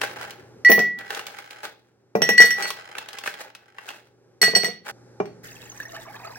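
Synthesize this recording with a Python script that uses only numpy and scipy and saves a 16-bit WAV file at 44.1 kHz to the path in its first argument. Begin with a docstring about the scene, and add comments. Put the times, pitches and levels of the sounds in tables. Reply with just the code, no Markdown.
"""A small kitchen in stereo, an appliance humming: filtered noise and a steady sine, under everything.
Fingers rummage in a plastic tub of ice (coloured click trains) and its cubes knock (noise bursts, pitches).
Three cubes drop one by one into a tall glass: ringing modes, ice cracks, and thuds through the base.
At a cut the tub is cut off and the background turns steady; then a dull knock on the counter,
and tea trickles over the ice: splash clicks and rising bubble tones. Near walls answer with noise tails."""
import sys
import numpy as np
from scipy import signal
from scipy.io import wavfile
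from scipy.ndimage import uniform_filter1d

SR = 44100
rng = np.random.default_rng(int(sys.argv[2]) if len(sys.argv) > 2 else 0)


def wav_out(sig):
    """Save sig, one row per channel (or a flat mono array), as 16-bit PCM at SR to the path in sys.argv[1]."""
    wavfile.write(sys.argv[1], SR, np.round(np.clip(np.atleast_2d(sig).T, -1, 1) * 32767).astype(np.int16))


N = 281358
TIME = np.arange(N) / SR  # t/s
CUT_S = 4.917  # the tub and its reflections are cut off, the background changes to a steady level
EDGE_HZ = 16000  # upper band limit

# background level up to the cut, before the share of each layer: t/s, level/dB
BACKGROUND_LEVEL = [(0, -51.5), (.6, -51), (1.1, -60.5), (1.9, -64.5), (2.8, -61.5), (3.7, -66),
                    (4.3, -59.5), (4.9, -62.5)]
# colour of the room tone: f/Hz, relative level/dB
ROOM_TONE_COLOUR = [(15, -65), (25, -55.5), (84, -12.5), (108, -14), (200, -18.5), (326, -11.5), (363, -3),
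                    (394, -6.5), (695, -22), (16000, -53.5)]
# colour of the appliance's whirr: f/Hz, relative level/dB
WHIRR_COLOUR = [(15, -55), (25, -39.5), (134, -11.5), (516, -10.5), (695, -25), (818, -13.5), (988, -29),
                (1520, -22.5), (2910, -41.5), (5570, -31), (16000, -59.5)]
# fingers searching the tub: start t/s, end t/s, relative level/dB
DIGS = [(0, .33, -39.5), (0.986, 1.696, -45.5), (2.578, 3.524, -44), (3.513, 4.03, -57)]
# a cube dragged over the others: peak t/s, relative level/dB, length/s, scratch relative to body/dB
SCRAPES = [(0.038, -25, 0.16, -4), (0.23, -31.5, 0.22, -7.5), (1.007, -32, 0.096, -12.5),
           (1.138, -29, 0.24, -5), (1.31, -38.5, 0.49, -3.5), (1.645, -32, 0.08, -2.5),
           (2.609, -22, .14, -5.5), (2.678, -33, 0.092, 9), (2.969, -30, 0.052, -9),
           (3.272, -37, 0.079, 12), (3.407, -30.5, 0.062, -0.5), (3.873, -35, 0.18, -2.5),
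           (4.884, -28.5, 0.072, -3)]
# cubes knocking in the tub: t/s, relative level/dB, extra treble level/dB
TUB_KNOCKS = [(0.015, -21.5, -6), (0.212, -33, -7.5), (.307, -43, 4), (0.988, -43, 1.5), (1.105, -26, -7.5),
              (1.148, -36.5, 3), (1.193, -31, -5.5), (1.267, -36.5, 2.5), (1.386, -34.5, -8),
              (1.508, -47, 6), (1.652, -31, -6.5), (2.654, -27, -22), (2.704, -27, -1.5),
              (2.952, -32.5, -13), (2.983, -29, -3), (3.087, -39, 0.5), (3.131, -41, 0.5),
              (3.186, -37.5, 3), (3.237, -32.5, -8), (3.26, -28, -21), (3.275, -22, -12.5),
              (3.34, -36, -5.5), (3.55, -41.5, -1.5), (3.784, -33.5, -15), (3.889, -32.5, -3),
              (3.904, -36.5, -8), (4.867, -36.5, -13)]
# colour of the tub: f/Hz, relative level/dB
TUB_COLOUR = [(59, -47), (100, -16), (365, -10), (406, -1.5), (721, -5), (836, 3), (950, -10), (1610, 0.5),
              (2080, -7), (2370, -8), (9020, -26.5), (15000, -32), (16000, -17)]
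# decay of the room reflections: f/Hz, time to fall 60 dB/s
ROOM_T60 = [(120, 0.99), (400, .42), (1500, 0.27), (4000, 0.37), (9000, 0.15), (16000, 0.27)]
# likeness of the reflections at the two microphones: f/Hz, likeness (0 unrelated to 1 same)
ROOM_LIKENESS = [(100, 1), (350, 0.95), (700, 1), (1500, 1), (16000, 0.071)]
# each cube is let go: t/s
CUBE_DROPS = [.6, 2.1, 4.4]
# ice against the glass wall: t/s, relative ring level/dB, hardness/(dB per octave),
# height on the wall (0 base to 1 rim), relative level of the ice crack/dB
CLINKS = [(.648, -8.5, -7.5, 0.65, -27), (0.687, -23, -1.5, 0.56, -30), (0.7, -20.5, 3, 0.011, -25.5),
          (.717, -15.5, 3, 0.095, -17), (0.792, -19, -3, 0.15, -22.5), (2.154, -44, 5, 0.18, -34),
          (2.219, -19, 0.5, .33, -16), (2.29, -16, 0.5, 0.23, -16), (2.377, -27, 4.5, 1, -38),
          (2.38, -6.5, -5, 0.81, -19), (2.404, -7, -2.5, 0.5, -14), (2.421, -12, -2.5, 0.45, -11.5),
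          (2.452, -21, 3, 0.58, -43), (2.506, -21, -0.5, 0.42, -22.5), (2.624, -29, 1, 0.99, -23.5),
          (4.415, -17, 5, 0.87, -24), (4.429, -18.5, 0, 0.55, -13.5), (4.437, -15, 1.5, .87, -17),
          (4.479, -30.5, 2.5, 0.92, -28.5), (4.55, -10.5, -2, .95, -25), (4.56, -22, 3.5, 1, -19),
          (4.633, -45, 8, 0.91, -26.5), (4.645, -22, 1.5, .7, -22.5), (4.659, -33, 2, 1, -35),
          (5.203, -59, 0, .4, -43), (5.256, -64, 5, 0.96, -43)]
# modes of the glass: f/Hz, 60 dB decay before damping/s, level within its family/dB,
# left minus right level/dB, phase lead of left/rad
GLASS_MODES = [(1945, .55, 0, 2, .6), (1912, .2, -15, 0, .6), (4413, .26, 0, -5, -1.5),
               (3045, .2, -13, -2, 2), (5628, .18, -2, -6, 2.1), (5690, .15, -7, -4, 1.2),
               (5480, .1, -11, -4, 0), (2868, .2, -8, -2, -1.3), (8172, .19, 0, 7, -.8),
               (7708, .12, -14, 0, -.5), (10605, .22, -8, 3, -1.3), (11401, .18, -3, 5, -.1),
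               (11929, .15, -9, 6, -.2), (12370, .17, -5, -4, 1.8), (15202, .2, -3, 14, -.6),
               (15706, .15, -4, 3, -1)]
# family of each glass mode: index of its row in FAMILY_SWING
MODE_FAMILY = [0, 0, 1, 2, 2, 2, 2, 3, 3, 3, 4, 4, 4, 4, 5, 5]
# how far each family swings by height struck (the upper wall is a node of the third family):
# base level/dB, lower wall level/dB, upper wall level/dB, rim level/dB
FAMILY_SWING = [(5.5, -2.5, 1, -4.5), (-26, -20, -7, 0.5), (-25.5, 4, -16, -2.5), (-36.5, -19, -20, -10),
                (-18.5, -16, -17, -21.5), (-8, -33, -27, -36.5)]
# colour of the ice crack: f/Hz, relative level/dB
CRACK_COLOUR = [(50, -37), (250, -20.5), (500, -11.5), (1050, -11.5), (1600, 5), (2300, 2), (3300, -4.5),
                (4700, -7), (5700, -1.5), (7000, -8), (9400, -24), (12300, -16.5), (16000, -26.5)]
# blows that pass through the base into the counter: t/s, relative level/dB
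THUDS = [(0.695, -12), (0.701, -13.5), (0.717, -15.5), (0.779, -18), (0.796, -20.5), (2.152, -12),
         (2.207, -26.5), (2.218, -18), (2.29, -16.5), (2.4, -17), (2.44, -22.5), (4.415, -28), (4.429, -20),
         (4.479, -23), (4.535, -25.5), (4.562, -20.5), (4.635, -26), (4.659, -30.5), (4.683, -30.5),
         (5.201, -16)]
# modes of the glass standing on the counter, before detuning: f/Hz, 60 dB decay/s, relative level/dB
COUNTER_MODES = [(138, 0.45, -26), (184.5, 0.13, -7), (222.8, 0.12, -8.5), (310, 0.01, -11),
                 (437.2, 0.057, 3), (461.4, 0.2, -5.5), (605, 0.0083, -31.5), (658, 0.11, -4.5),
                 (747.3, 0.087, -0.5), (1230, 0.06, -17), (2330, .06, -10.5), (2480, 0.07, -18.5)]
# flow of the pour: t/s, splash level before the share of each layer/dB
POUR_LEVEL = [(5.44, -39.5), (5.54, -50.5), (5.66, -48), (6.0, -50.5), (6.38, -55)]
# colour of the splash: f/Hz, relative level/dB
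SPLASH_COLOUR = [(500, 10.5), (1000, -3), (1800, 19.5), (2800, -2), (3600, 1), (5500, 4.5), (9000, -2),
                 (12500, 0.5), (16000, 3.5)]
# the largest bubbles in the pour: t/s, relative level/dB, starting f/Hz
LARGE_BUBBLES = [(5.801, -23, 1660), (5.853, -31, 1780), (5.946, -37, 1280), (5.964, -30, 1710),
                 (6.248, -29, 1230), (6.143, -33, 1640), (6.358, -34.5, 1577)]


def amp(db):
    """Decibels to gain."""
    return 10 ** (np.asarray(db) / 20)


def unit(x):
    """Scales to rms 1."""
    return x / np.sqrt(np.mean(x ** 2) + 1e-20)


def attack_unit(x, size=353):
    """Scales so that the first 8 ms have rms 1."""
    return x / np.sqrt(np.mean(x[..., :size] ** 2) + 1e-20)


def read(points, hz):
    """Reads a table on a log-frequency axis."""
    f, value = np.transpose(points)
    return np.interp(np.log(hz + 1), np.log(f), value)


def curve(rows, column):
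    """A column of a table of times, joined by straight lines."""
    rows = np.array(rows)
    return np.interp(TIME, rows[:, 0], rows[:, column])


def add(mix, s, sound):
    """Adds a sound into the mix at time s."""
    part = mix[..., max(round(s * SR), 0):][..., :sound.shape[-1]]
    part += sound[..., :part.shape[-1]]


def colour(x, points, size=2048):
    """Minimum-phase, causal filter with the given spectrum."""
    hz = abs(np.fft.fftfreq(size, 1 / SR))
    log_gain = np.log(amp(np.maximum(read(points, hz), -100)))
    taps = np.fft.ifft(np.exp(signal.hilbert(log_gain).conj())).real
    return signal.fftconvolve(x, taps[None], axes=1)[:, :x.shape[1]]


def band(x, lo_hz, hi_hz):
    """Band-pass, kept below half the sample rate."""
    edges = [lo_hz, min(hi_hz, .49 * SR)]
    return signal.sosfilt(signal.butter(3, edges, "band", fs=SR, output="sos"), x)


def microphones(x, same, size=4):
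    """Two unrelated signals become a partly alike pair; the right microphone hears it size samples late."""
    same = np.clip(same, 0, 1)
    right = same * x[0] + np.sqrt(1 - same ** 2) * x[1]
    return np.array([x[0], np.pad(right, (size, 0))[:len(right)]])


def flutter(size):
    """Smooth random signal of rms 1 that changes every size samples or so."""
    smooth = uniform_filter1d(rng.standard_normal(N), size)
    return unit(uniform_filter1d(smooth, size))


def burst(t60, after_db, after_t60, same, size=6000):
    """A contact: noise with a sharp decay, then the weaker chatter of the cube settling."""
    t = np.arange(size) / SR
    noise = microphones(rng.standard_normal((2, size)), same)
    return noise * (amp(-60 * t / t60) + amp(after_db - 60 * t / after_t60))


def grains(per_s, spread_db):
    """A train of tiny clicks at random times, their sizes spread by spread_db."""
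    size = amp(spread_db * np.minimum(rng.exponential(1, N), 4))
    signed = size * rng.choice([-1, 1], (2, N))
    return unit(signed * (rng.random(N) < per_s / SR))


def background(hum_hz=120.0, hum_db=-3, air_db=-2, whirr_db=-3, pour_air_db=-68, pour_whirr_db=-53.0):
    """Soft room tone as noise, an appliance as noise plus a sine; both change to a steady level at the cut."""
    def steady_noise(points):
        """Coloured noise, much alike at both microphones."""
        return unit(colour(microphones(rng.standard_normal((2, N)), 0.77), points))

    air, whirr = steady_noise(ROOM_TONE_COLOUR), steady_noise(WHIRR_COLOUR)
    hum = np.sqrt(2) * np.sin(2 * np.pi * hum_hz * TIME)
    appliance = whirr + amp(hum_db) * hum
    level, after_cut = curve(BACKGROUND_LEVEL, 1), TIME > CUT_S
    air_level = np.where(after_cut, pour_air_db, level + air_db)
    appliance_level = np.where(after_cut, pour_whirr_db, level + whirr_db)
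    return amp(air_level) * air + amp(appliance_level) * appliance


def tub_rummage(body_db=-5, scratch_db=-4, clump_db=3, ticks_db=-5):
    """Frosty faces stick and slip under digging fingers: clumps of clicks, with scrapes and random ticks."""
    dig_fade_s, dig_scratch_db = .03, -10
    scrape_rise, scrape_fall_db = 0.5, 24.5  # rise as a share of the length; drop over one length
    digging = np.zeros(N)
    for start, end, db in DIGS:
        nearest_end = np.minimum(TIME - start, end - TIME)
        digging += amp(db) * np.clip(nearest_end / dig_fade_s, 0, 1)

    # each scrape swells and fades over the steady rubbing
    body, scratch = digging, digging * amp(dig_scratch_db)
    for s, db, length, treble_db in SCRAPES:
        away = np.maximum((s - TIME) / scrape_rise, TIME - s) / length
        stroke = amp(db - scrape_fall_db * away) * np.clip(2 - away, 0, 1)
        body = np.maximum(body, stroke)
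        scratch = np.maximum(scratch, stroke * amp(treble_db))

    clicks = microphones(grains(per_s=1000, spread_db=0.0), 0.43)
    slips = colour(clicks * amp(clump_db * flutter(size=400)), TUB_COLOUR)
    ticks = np.tile(grains(per_s=51, spread_db=-0.5)[0], (2, 1))
    contact = burst(t60=.02, after_db=-22, after_t60=.05, same=0.071)
    ticks = colour(signal.oaconvolve(ticks, contact, axes=1)[:, :N], TUB_COLOUR)

    out = unit(band(slips, 210, 2600)) * body * amp(body_db)
    out += unit(band(slips, 4300, 24000)) * scratch * amp(scratch_db)
    return out + unit(band(ticks, 900, 12000)) * digging * amp(ticks_db)


def tub_knocks(low_db=-7, middle_db=3.5, high_db=6.0):
    """Cubes knock each other and the dead plastic wall: a coloured burst plus brief pitches, in three bands."""
    out = np.zeros((2, N))
    for s, db, treble_db in TUB_KNOCKS:
        contact = burst(t60=0.033, after_db=-27.5, after_t60=0.07, same=0.17)
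        hit = attack_unit(colour(contact, TUB_COLOUR))
        # each knock adds three brief random pitches
        t = TIME[:hit.shape[1]]
        pitches = np.sin(2 * np.pi * rng.uniform(1000, 2800, (3, 1)) * t).sum(0)
        hit = hit + amp(-1 - 60 * t / 0.025) * pitches
        bands = ((low_db, 170, 1000), (middle_db, 1000, 3000), (high_db + treble_db, 3000, 17000))
        for band_db, lo_hz, hi_hz in bands:
            add(out, s, amp(db + band_db) * attack_unit(band(hit, lo_hz, hi_hz)))
    return out


def kitchen(x, size=26000):
    """Dense reflections from near walls: each band dies at its own speed, the bass alike at both microphones."""
    hz, t, z = signal.stft(rng.standard_normal((2, size)), SR, nperseg=256)
    same = np.clip(read(ROOM_LIKENESS, hz), 0, 1)[:, None]
    z[0] = same * z[1] + np.sqrt(1 - same ** 2) * z[0]
    decay = amp(-60 * t / read(ROOM_T60, hz)[:, None])
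    tail = signal.istft(z * decay, SR, nperseg=256)[1][:, :size]
    tail *= np.clip((TIME[:size] - .003) / 0.0017, 0, 1)  # reflections begin after 3 ms
    return signal.fftconvolve(x, tail / np.linalg.norm(tail[0]), axes=1)[:, :N]


def glass_ring(rise_s=0.0016, hold_s=.05, sustain=0.86, damping_db_per_s=28, spot_db=1,
               turn_db=2, turn_rad=.35, slip_rad=0.37, shimmer=0.16, twin_db=-14, split=0.0035):
    """Each contact gives every wall mode a new swing, which dies until the next; height and hardness weight it."""
    times, ring_db, hardness, height, _ = np.transpose(CLINKS)
    out = np.zeros((2, N))
    last = np.maximum(np.searchsorted(np.sort(times), TIME, "right") - 1, 0)
    age = abs(TIME - times[last])
    struck = TIME >= times[0]
    young = np.exp(-age / hold_s)
    # each cube after the first that leans on the wall makes the ring die faster
    extra_cubes = np.maximum(np.searchsorted(CUBE_DROPS, TIME) - 1, 0)
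    trembles = young * np.array([flutter(size=110) + 1j * flutter(size=110) for _ in range(2)])
    pole = np.exp(-1 / (rise_s * SR))
    reference_hz = GLASS_MODES[0][0]  # for hardness and shimmer

    for (hz, t60, db, side_db, lead), family in zip(GLASS_MODES, MODE_FAMILY):
        spot, jolt, facing = rng.standard_normal((len(times), 3)).T
        swing_db = FAMILY_SWING[family]
        shape_db = np.interp(height, np.linspace(0, 1, len(swing_db)), swing_db)
        hardness_db = hardness * np.log2(hz / reference_hz)
        level = ring_db + db + shape_db + hardness_db + spot_db * spot

        # each contact turns the pattern of the mode a little towards one microphone or the other
        turn = amp(turn_db * facing) * np.exp(1j * turn_rad * facing)
        turn = turn ** np.array([[.5], [-.5]])
        pair = unit(amp([side_db / 2, -side_db / 2])) * np.exp([1j * lead, 0])
        phase = np.exp(1j * np.cumsum(slip_rad * jolt))
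        start = pair[:, None] * turn * amp(level) * phase
        loss_db_per_s = 60 / (t60 * sustain) + damping_db_per_s * extra_cubes
        fade = amp(-loss_db_per_s * age) * struck

        # the glass is not quite round: each mode has a twin that beats against it
        twin_phase = split * hz * age + rng.random(len(times))[last]
        beat = 1 + amp(twin_db) * np.sqrt(young) * np.exp(2j * np.pi * twin_phase)
        # the swing takes a moment to spread round the wall
        swing = signal.lfilter([1 - pole], [1, -pole], start[:, last] * (fade * beat) + 1e-18)
        # a cube that still touches the wall makes the young ring tremble, the high modes most
        depth = shimmer * np.sqrt(hz / reference_hz)
        tremble = 1 + depth * np.exp(2j * np.pi * rng.random()) * trembles
        out += np.sqrt(2) * (swing * tremble * np.exp(2j * np.pi * hz * TIME)).real
    return out


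def ice_cracks():
    """The hard, brief click of the ice itself at every clink: a coloured noise burst."""
    out = np.zeros((2, N))
    for s, *_, db in CLINKS:
        contact = burst(t60=0.014, after_db=-14.0, after_t60=0.04, same=0.25)
        add(out, s, amp(db) * attack_unit(colour(contact, CRACK_COLOUR)))
    return out


def thuds(detune=0.06, scatter_db=-9, lead_rad_per_hz=0.002):
    """The base pushes on the counter: a few low, short modes, and a noise burst for the denser ones."""
    out, t = np.zeros((2, N)), np.arange(9000) / SR
    for s, db in THUDS:
        shifts = 1 + detune * rng.standard_normal(len(COUNTER_MODES))
        ring = np.zeros((2, len(t)))
        for k, ((hz, t60, mode_db), shift) in enumerate(zip(COUNTER_MODES, shifts)):
            # the higher the mode, the more its phase differs between the two microphones
            lead = lead_rad_per_hz * hz * np.array([[.5], [-.5]])
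            sign = (-1) ** (k // 2)
            ring += sign * amp(mode_db - 60 * t / t60) * np.sin(2 * np.pi * hz * shift * t + lead)
        add(out, s, amp(db) * attack_unit(band(ring, 140, 2600)))
        scatter = burst(t60=0.05, after_db=-12.5, after_t60=0.14, same=0.58)
        add(out, s, amp(db + scatter_db) * attack_unit(band(scatter, 140, 1000)))
    return out


def bubble(hz, t60, glide, size=5000):
    """A trapped pocket of air rings, rising in pitch as it nears the surface."""
    t = np.arange(size) / SR
    pitch = hz * (1 + glide * np.minimum(t / t60, 1))
    envelope = amp(-60 * t / t60) * (1 - np.exp(-t * hz / 2))
    return np.sin(2 * np.pi * np.cumsum(pitch) / SR) * envelope


def bubble_swarm(lo_hz, hi_hz, per_s, cycles, cluster_db=7, count=24):
    """Small bubbles of many sizes, born in clusters; 60 dB decay lasts cycles periods of the starting pitch."""
    first = round(CUT_S * SR)
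    out = np.zeros((2, N - first))
    crowd = unit(amp(cluster_db * flutter(size=1100)[first:]))
    for hz in np.geomspace(lo_hz, hi_hz, count):
        born = rng.random(len(crowd)) < crowd * per_s / count / SR
        births = born * rng.random(len(crowd)) ** 4
        ringing = signal.oaconvolve(births, bubble(hz, cycles / hz, 0.071))[:len(crowd)]
        out += rng.uniform(0.1, 1, (2, 1)) * ringing
    return np.pad(unit(microphones(out, 0.93)), ((0, 0), (first, 0)))


def pour(start_s=5.43, onset_s=0.016, splash_db=-1, fizz_db=-3, pips_db=0, gurgle_db=-48,
         hollow_db=-51, slap_db=-15, surge_db=4, bubble_t60=0.053):
    """Tea spatters on the ice as clicks, gurgles between cubes as bubbles, and rings the air in the glass."""
    flow = np.clip((TIME - start_s) / onset_s, 0, 1) * amp(curve(POUR_LEVEL, 1))
    filling = np.clip((TIME - start_s) / .5, 0, 1)
    # the stream starts smooth, then breaks into drops
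    surge = unit(amp(surge_db * filling * flutter(size=700)))
    splash = unit(colour(microphones(grains(per_s=4500, spread_db=-1.5), 0.075), SPLASH_COLOUR))
    fizz = bubble_swarm(2483, 7870, per_s=1700, cycles=61)
    pips = bubble_swarm(4300, 7240, per_s=64, cycles=150)
    gurgle = bubble_swarm(750, 2450, per_s=1000, cycles=36)
    hollow = unit(band(microphones(grains(per_s=310, spread_db=8.5), 0.16), 624, 692))

    out = flow * surge * (amp(splash_db) * splash + amp(fizz_db) * fizz)
    out += flow * filling * amp(pips_db) * pips
    out += filling * (amp(gurgle_db) * gurgle + amp(hollow_db) * hollow)
    for s, db, hz in LARGE_BUBBLES:
        # a drop slaps the surface and drags a bubble under
        contact = burst(t60=0.035, after_db=-25, after_t60=0.066, same=0.35)
        add(out, s, amp(db + slap_db) * attack_unit(colour(contact, SPLASH_COLOUR)))
        ringing = np.tile(bubble(hz, bubble_t60, 0.32), (2, 1))
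        add(out, s, amp(db) * microphones(ringing, 0.65))
    return out


def scene():
    """All sources, each with its own share of the room; the tub and its reflections are cut off at the cut."""
    tub = amp(-3.5) * tub_knocks() + tub_rummage()
    tub = tub + amp(-8) * kitchen(tub)
    tub = tub * np.clip((CUT_S - TIME) / 0.0037, 0, 1)
    ring = amp(0.24) * glass_ring()
    cracks = amp(-3.0) * ice_cracks()
    blows = amp(-2) * thuds()
    tea = pour()
    room_send = amp(-9.5) * ring + amp(-3.5) * cracks + amp(-13.0) * blows + amp(-11) * tea
    return background() + tub + ring + cracks + blows + tea + kitchen(room_send)


def record(dry):
    """Peaks stop at full scale; then a linear-phase low-pass sets the band limit."""
    taps = signal.firwin(511, EDGE_HZ, window=("kaiser", 9), fs=SR)
    return signal.oaconvolve(np.clip(dry, -1, 1), taps[None], "same")


dry = scene()
out = record(dry)
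wav_out(out)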